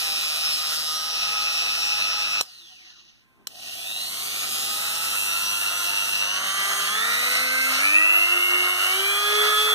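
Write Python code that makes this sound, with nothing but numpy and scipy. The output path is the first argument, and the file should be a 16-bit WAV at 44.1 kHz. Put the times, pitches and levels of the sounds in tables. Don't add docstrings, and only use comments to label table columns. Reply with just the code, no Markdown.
import sys
import numpy as np
from scipy import signal
from scipy.fft import rfft, irfft, next_fast_len
from scipy.io import wavfile
from scipy.ndimage import uniform_filter1d

SR = 44100
rng = np.random.default_rng(int(sys.argv[2]) if len(sys.argv) > 2 else 0)


def materialize(psi):
    bounded = np.clip(np.atleast_2d(psi).T, -1, 1)
    quanta = np.round(bounded * 32767).astype(np.int16)
    wavfile.write(sys.argv[1], SR, quanta)


N = 429534
TIME = np.arange(N) / SR
FFT_SIZE = next_fast_len(N + SR // 2)
BINS_HZ = np.maximum(np.fft.rfftfreq(FFT_SIZE, 1 / SR), 1)

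OFF_S, ON_S = 2.415, 3.469
POWERED = (np.arange(N) < OFF_S * SR) | (np.arange(N) >= ON_S * SR)
HALF_WAVE_HZ = 99.96
MAINS_RIPPLE = np.cos(2 * np.pi * HALF_WAVE_HZ * (TIME - .0013))
SLOW_RPS, IDLE_RPS, FRICTION_FADE_RPS = 60, 160, 63
FACING_SHARE = .061

# t/s, rub/dB, hiss/dB, stator/dB
FACING = [(0, -1.5, 0.5, 6), (.6, -1.5, -2.5, 3), (.93, -7, -3, -23), (1.2, -1.5, -6, 6.5),
          (1.8, -2, -5, 8.5), (2.3, -3.5, -9.5, 8), (3.6, 8.5, 2, 8.5), (4.3, -1.5, 1.5, 8.5),
          (4.6, 0.5, 2, -5), (5.3, -7, 2.5, 8), (6.1, -4.5, 0, 10), (6.4, -4.5, -6, 12),
          (6.9, -3.5, -3.5, 13.5), (7.4, 0, -3, 11), (8.1, -2, -6.5, 2), (8.9, 2.5, -2, 1),
          (9.7, 5.5, -1, 9.5)]
# f/Hz, density/dB
RUB_SPECTRUM = [(1500, -2.5), (1680, -9), (1880, 9), (2200, -21), (2500, 9.5), (2900, 14), (3300, 4),
                (3950, 9.5), (4700, 7), (5600, 5.5), (6500, 3), (8000, -40)]
# f/Hz, density/dB
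HISS_SPECTRUM = [(5500, -16), (6800, -0.5), (7500, -0.5), (8600, 1.5), (10000, -0.5), (11800, -1),
                 (13200, -3), (14800, -5), (16000, -41)]


def rotor(rps, turns):
    steps_rps = [60, 160, 198, 255, 355, 420]
    orders = [1, 2, 3, 4, 5.19, 6, 8, 10, 11, 12]
    levels_db = [(-92.5, -64, -58, -49.5, -42, -34), (-102, -65, -54, -45.5, -47, -47),
                 (-73, -62.5, -54.5, -58, -45.5, -31.5), (-101, -61, -49.5, -50, -43, -34),
                 (-101, -48.5, -48.5, -40.5, -55, -42), (-99, -59, -34.5, -35.5, -28.5, -30),
                 (-100, -42, -44.5, -35, -50, -27.5), (-96.5, -53.5, -36.5, -33.5, -47, -45),
                 (-99, -54.5, -38, -54, -65, -43), (-99, -62.5, -48.5, -53, -67, -60)]
    _, _, stator_db = time_curves(FACING)
    drive = np.minimum(rps / SLOW_RPS, 1) ** 2 * from_db(np.where(POWERED, FACING_SHARE * stator_db, -26.5))
    gains = (from_db(np.interp(rps, steps_rps, row)) for row in levels_db)
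    return drive * sum(g * tone(turns, k, waver_db=3.5, waver_hz=11) for k, g in zip(orders, gains))


def commutator(rps, turns, whine):
    # order/(cycles per turn), first grip/dB, second grip/dB, high speed/dB
    bar_tones = [(14, -46, -40, -55), (16, -50, -38, -49), (17, -52.5, -55, -43), (18, -60.5, -56, -51),
                 (19, -42.5, -42.5, -56), (21, -53, -48, -39), (22, -46.5, -46, -41), (23, -65.5, -63, -54),
                 (24, -43.5, -53, -46), (25, -43, -60, -41), (26, -43.5, -43.5, -45), (27, -55, -53, -41),
                 (28, -42, -47, -43), (29, -46, -64, -44), (30, -51, -53, -50), (31, -42, -41, -49),
                 (32, -38, -47, -40), (33, -37, -41, -47), (34, -33, -40, -37), (35, -41, -51, -44),
                 (36, -39, -55, -53), (38, -49, -56, -51), (40, -53, -65, -50), (43, -57, -50, -54),
                 (45, -48, -42, -47), (47, -48.5, -45, -53)]
    # f/Hz, gain/dB
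    radiation = [(1000, -13), (2400, -18.5), (3300, 1.5), (4000, 1), (4700, -3), (5400, -3.5), (6300, 1),
                 (7200, -2), (8200, -5.5), (8950, 2.5), (9600, 7.5), (10150, 6.5), (10800, -5), (11450, 10),
                 (12200, -3), (14000, -17)]
    grip, fast = second_grip(), np.interp(rps, [195, 250], [0, 1])
    shares = np.float32([(1 - grip) * (1 - fast), grip * (1 - fast), fast])
    comb = sum((np.float32(from_db(levels_db)) @ shares) * tone(turns, k, waver_db=3.8, waver_hz=24)
               for k, *levels_db in bar_tones)
    mid, side = filtered(whine * np.array([comb.real, comb.imag]), gain_curves(radiation)[0])
    return mid + 1j * side


def slot_buzz(rps, turns):
    # order/(cycles per turn), level/dB
    pull_orders = [(8, -14), (10, -40), (12, -51.5), (13, -49.5), (14, -44), (16, -28.5), (24, -33),
                   (32, -33)]
    # f/Hz, Q, gain/dB
    stator_modes = [(2644, 5.45, -4), (3402, 11, -15), (3863, 6.7, -1.5)]
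    _, _, stator_db = time_curves(FACING)
    current = mains_pulses(rps, sharpness=1.15) * from_db(2 * drift(130))
    jerk = np.exp(1.3j * MAINS_RIPPLE)
    slots = sum(from_db(db) * tone(turns, k, waver_db=1.3, waver_hz=25) for k, db in pull_orders)
    pull = speed_gain(rps, -2, knee_rps=147, db_per_oct=(15, -.5), off_db=-64) * current * jerk * slots
    knocks = rng.standard_normal((2, N)) + from_db(-8) * surge(rps) * worn_surface(turns, facets=40)
    rattle_gain = speed_gain(rps, -30.5, knee_rps=106, db_per_oct=(8.5, -.5), off_db=-40)
    rattle = rattle_gain * current * (knocks[0] + 1j * knocks[1])
    growl = from_db(FACING_SHARE * stator_db) * resonance(from_db(-31) * pull + rattle, hz=708, q=4.9)
    low, middle, high = (from_db(db) * resonance(pull, hz, q) for hz, q, db in stator_modes)
    return from_db(4.5 * surge(rps)) * (from_db(stator_db) * low - middle + high) + growl


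def brushes_and_fan(rps, turns):
    # f/Hz, density/dB
    air_spectrum = [(200, -29.5), (330, -14.5), (450, -15), (560, -8.5), (660, -3.5), (780, -7), (950, -7),
                    (1150, 0), (1300, 8), (1600, -0.5), (2000, 4.5), (2350, 0.5), (2900, -16)]
    # t/s, half-width/s, level/dB
    swells = [(0.732, 0.036, 5.5), (5.122, 0.056, 1.5), (6.66, 0.28, 3.5), (7.21, 0.23, 4),
              (7.793, 0.14, 5.5), (8.89, 0.057, 1.5)]
    rub_db, hiss_db, _ = time_curves(FACING)
    scrape = np.cos(2 * np.pi * turns)
    air = speed_gain(rps, -38, knee_rps=161, db_per_oct=(29.5, 8), off_db=-19)
    air = air * from_db(2 * drift(25)) * noise(air_spectrum) * mains_pulses(rps, sharpness=.053)
    rub = speed_gain(rps, -30.5, knee_rps=169.5, db_per_oct=(21.5, -5), off_db=-46)
    rub += from_db(-49) * np.tanh(rps / FRICTION_FADE_RPS)
    rub = rub * from_db(rub_db + .35 * scrape + 1.6 * drift(22) + 1.3 * drift(190)) * noise(RUB_SPECTRUM)
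    hiss = speed_gain(rps, -33.5, knee_rps=150.5, db_per_oct=(12.5, 2.4), off_db=-15)
    hiss = hiss * from_db(hiss_db + .48 * scrape + drift(19) + .53 * drift(190)) * noise(HISS_SPECTRUM)
    swell_db = sum(db * bump(at_s, width_s) for at_s, width_s, db in swells)
    return from_db(swell_db - 2 * surge(rps)) * (air + rub + hiss)


def brush_whirr(rps, turns, order=33.5, width_hz=420):
    chatter = filtered(rng.standard_normal((2, N)), 1 / (1 + (2 * BINS_HZ / width_hz) ** 4))
    band = (chatter[0] + 1j * chatter[1]) / chatter.std() * np.exp(2j * np.pi * order * turns)
    driven = speed_gain(rps, -38, knee_rps=116, db_per_oct=(50, -20), off_db=-40)
    driven *= from_db(-3 * second_grip()) * mains_pulses(rps, sharpness=.33)
    radiated = 1 / (1 + (2200 / (order * rps + 1)) ** 4)
    return band * (driven + ~POWERED * from_db(-49) * radiated)


def bar_rasp(turns, whine):
    colour = gain_curves(RUB_SPECTRUM)[0] + from_db(-15) * gain_curves(HISS_SPECTRUM)[0]
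    low_cut = np.minimum(BINS_HZ / RUB_SPECTRUM[0][0], 1) ** 4
    rasp = filtered(worn_surface(turns, facets=160), colour * low_cut)
    return whine * from_db(-38.5) * rasp / rasp.std()


def rocker_switch(crack_t60_s=.029):
    # t/s, level/dB, low-mode gain/dB
    snaps = [(2.4106, -15, 7), (2.424, -32, -5.5), (2.4323, -38, -12), (3.4712, -23, -18)]
    # f/Hz, level/dB, t60/s
    housing_modes = [(480, -18, 0.0108), (1000, -5.5, 0.0044), (2780, -18, .014), (3070, -2.5, 0.014),
                     (4070, -1.5, 0.022), (5480, 3.5, 0.0072), (6870, -7.5, 0.027), (8120, -1.5, 0.022),
                     (9640, -8, 0.007), (12170, -3, 0.0078)]
    out, t = np.zeros((2, N)), np.arange(SR // 10) / SR
    for at_s, db, low_db in snaps:
        snap = from_db(-6.5 - 60 * t / crack_t60_s) * rng.standard_normal((2, len(t)))
        for hz, mode_db, t60_s in housing_modes:
            decay = from_db(mode_db + low_db * (hz < 1500) - 60 * t / t60_s)
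            snap += decay * np.sin(2 * np.pi * hz * t) * rng.choice([-1, 1], (2, 1))
        start = round(at_s * SR)
        out[:, start:start + len(t)] += from_db(db) * snap
    return out


def coast_rattle(rps, turns):
    orders = [3, 5, 8, 10, 12, 32]
    # f/Hz, Q, gain/dB
    shell_modes = [(342, 12, -62.5), (740, 23, -62), (925, 24, -71), (1320, 16, -69.5), (1870, 9, -70)]
    tones = sum(tone(turns, k, waver_db=2.5, waver_hz=13) for k in orders)
    knocks = from_db(8.5 + 2.5 * (drift(25) + np.cos(2 * np.pi * turns))) * rng.standard_normal((2, N))
    shake = (np.array([tones.real, tones.imag]) + knocks) * ~POWERED * np.tanh(rps / FRICTION_FADE_RPS)
    return sum(from_db(db) * resonance(shake, hz, q) for hz, q, db in shell_modes)


def thumb_squeak(at_s=3.38, half_width_s=.14):
    # f/Hz, Q, level/dB
    modes = [(1040, 29, -70), (1560, 50, -74)]
    rings = [(db, resonance(rng.standard_normal((2, N)), hz, q)) for hz, q, db in modes]
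    envelope = np.exp(-((TIME - at_s) / half_width_s) ** 4)
    return envelope * sum(from_db(db) * ring / ring.std() for db, ring in rings)


def hand(rps):
    # t/s, half-width/s, level/dB
    shifts = [(0.778, 0.17, -61), (1.75, 0.12, -57), (3.39, 0.094, -66), (4.5, 0.28, -52.5)]
    # f/Hz, density/dB
    skin_spectrum = [(100, -1.5), (160, 0.5), (220, 4.5), (290, -4), (400, 1), (520, -11), (750, -5)]
    # f/Hz, density/dB
    rumble_spectrum = [(20, -23.5), (35, -21), (60, 4.5), (120, 2), (200, 1.5), (300, -3), (600, -5.5)]
    rumble = speed_gain(rps, -53, knee_rps=218, db_per_oct=(3, -13), off_db=-36.5)
    rumble = rumble * from_db(3 * second_grip() + .66 * drift(14)) * noise(rumble_spectrum)
    slip = sum(from_db(db) * bump(at_s, width_s) for at_s, width_s, db in shifts)
    return rumble + slip * from_db(3 * drift(32)) * noise(skin_spectrum)


def room_tone():
    # f/Hz, density/dB
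    spectrum = [(25, -2), (100, -5.5), (220, -8), (450, -20.5), (1100, -20.5), (2500, -10.5), (3000, -19.5),
                (6000, -29.5), (15000, -31)]
    return from_db(-63) * noise(spectrum)


def room(x, t60_s=.2, first_echo_s=.004, tail_db=-18):
    t = np.arange(SR // 3) / SR
    tail = rng.standard_normal((2, len(t))) * from_db(-60 * t / t60_s) * (t > first_echo_s)
    tail /= np.sqrt(np.sum(tail ** 2, axis=1, keepdims=True))
    return x + from_db(tail_db) * filtered(x, rfft(tail, FFT_SIZE))


def port_pair(mid_side):
    # f/Hz, side over mid/dB, cross-feed/dB, left over right/dB
    response = [(60, -0.5, -4, -3), (319, -9.5, -1.5, 2), (725, -4.5, -16.5, 2.5), (1290, -2.5, 7, -1),
                (1550, 4.5, 23, -7.5), (2280, 5, 47.5, 1), (3500, 3, -5, -2.5), (5210, -1.5, -6, 1),
                (7500, -1, -3.5, -2.5), (9700, -1, -20.5, -1), (13000, 1, -3, -1.5)]
    nulls_hz = [0, 2380, 4950, 7450, 10550, 13000, 15800]
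    width, feed, balance = gain_curves(response)
    delay_cycles = np.interp(BINS_HZ, nulls_hz, np.arange(len(nulls_hz)))
    feed = np.minimum(feed, .97) * np.exp(-2j * np.pi * delay_cycles)
    gains = np.array([np.abs(1 - feed), width * np.abs(1 + feed)])
    mid, side = rfft(mid_side, FFT_SIZE) * gains / np.hypot(*gains)
    pair = np.array([(mid + side) * balance, mid - side]) * np.sqrt(2 / (1 + balance ** 2))
    return irfft(pair, FFT_SIZE)[:, :N]


def shaft_rps(initial_rps=154.5, coast_s=.87):
    # t/s, target speed/rps, time constant/s
    dial = [(.834, 160.5, .305), (3.469, 182.7, .935), (5.788, 172.7, .098), (6.231, 200.6, .19),
            (6.887, 268.5, .366), (7.786, 367.1, .321), (8.871, 431.4, .326)]
    energy = np.full(N, initial_rps ** 2)
    for at_s, target_rps, lag_s in dial:
        start = round(at_s * SR)
        held = 0 if at_s == ON_S else energy[start]
        energy[start:] = target_rps ** 2 + (held - target_rps ** 2) * np.exp(-TIME[:N - start] / lag_s)
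    coast = np.clip(1 - (TIME - OFF_S) / coast_s, 0, 1) ** 1.33
    return np.sqrt(np.maximum(energy, 0)) * np.where(POWERED, 1, coast)


def mains_pulses(rps, sharpness):
    narrowness = POWERED * sharpness * (IDLE_RPS / np.maximum(rps, IDLE_RPS)) ** .6
    pulses = np.exp(narrowness * (MAINS_RIPPLE - 1))
    return pulses / np.sqrt(uniform_filter1d(pulses ** 2, size=1323))


def surge(rps, full_rps_per_s=290):
    return uniform_filter1d(np.clip(np.gradient(rps) * SR / full_rps_per_s, 0, 1), size=SR // 10)


def second_grip(at_s=4.08, takes_s=.11):
    return np.clip((TIME - at_s) / takes_s + .5, 0, 1)


def speed_gain(rps, knee_db, knee_rps, db_per_oct, off_db):
    octaves = np.log2(np.maximum(rps, 1) / knee_rps)
    return from_db(knee_db + octaves * np.where(octaves < 0, *db_per_oct) + off_db * ~POWERED)


def worn_surface(turns, facets):
    return rng.standard_normal((2, facets))[:, (turns * facets).astype(int) % facets]


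def tone(turns, order, waver_db, waver_hz):
    cycles = order * turns + rng.random()
    waver = waver_db * np.log(10) / 20 * drift(waver_hz)
    phase_rad = 2 * np.pi * cycles + waver[::-1]
    return np.sqrt(2) * np.exp(waver + 1j * phase_rad)


def resonance(x, hz, q):
    b, a = signal.iirpeak(hz, q, fs=SR)
    return signal.lfilter(b, a, signal.lfilter(b, a, x + 1e-18))


def noise(spectrum):
    skirts = np.minimum(BINS_HZ / spectrum[0][0], 1) ** 2 * np.minimum(spectrum[-1][0] / BINS_HZ, 1) ** 2
    x = filtered(rng.standard_normal((2, N)), gain_curves(spectrum)[0] * skirts)
    return x / x.std()


def drift(rate_hz):
    return np.interp(TIME * rate_hz, np.arange(2000), rng.standard_normal(2000))


def bump(at_s, half_width_s):
    return np.exp(-((TIME - at_s) / half_width_s) ** 2)


def filtered(x, response):
    return irfft(rfft(x, FFT_SIZE) * response, FFT_SIZE)[..., :N]


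def time_curves(rows):
    times_s, *columns = np.transpose(rows)
    return [np.interp(TIME, times_s, column) for column in columns]


def gain_curves(rows):
    hz, *columns = np.transpose(rows)
    return [from_db(np.interp(np.log(BINS_HZ), np.log(hz), column)) for column in columns]


def from_db(db):
    return 10 ** (np.asarray(db) / 20)


def scene():
    rps = shaft_rps()
    jitter = .0022 * IDLE_RPS / np.maximum(rps, SLOW_RPS) * drift(90)
    turns = np.cumsum(rps * (1 + jitter)) / SR
    whine = speed_gain(rps, 1.5, knee_rps=150.5, db_per_oct=(34.5, -11), off_db=-32)
    whine *= from_db(2.5 * surge(rps) - second_grip()) * mains_pulses(rps, sharpness=.033)
    tones = rotor(rps, turns) + commutator(rps, turns, whine)
    tones += slot_buzz(rps, turns) + brush_whirr(rps, turns)
    tool = np.array([tones.real, tones.imag]) + bar_rasp(turns, whine) + brushes_and_fan(rps, turns)
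    tool += coast_rattle(rps, turns) + thumb_squeak() + rocker_switch()
    return port_pair(room(tool) + hand(rps) + room_tone())


def record(dry):
    return signal.sosfilt(signal.ellip(12, .1, 80, 15400, fs=SR, output="sos"), dry)


dry = scene()
out = record(dry)
materialize(out)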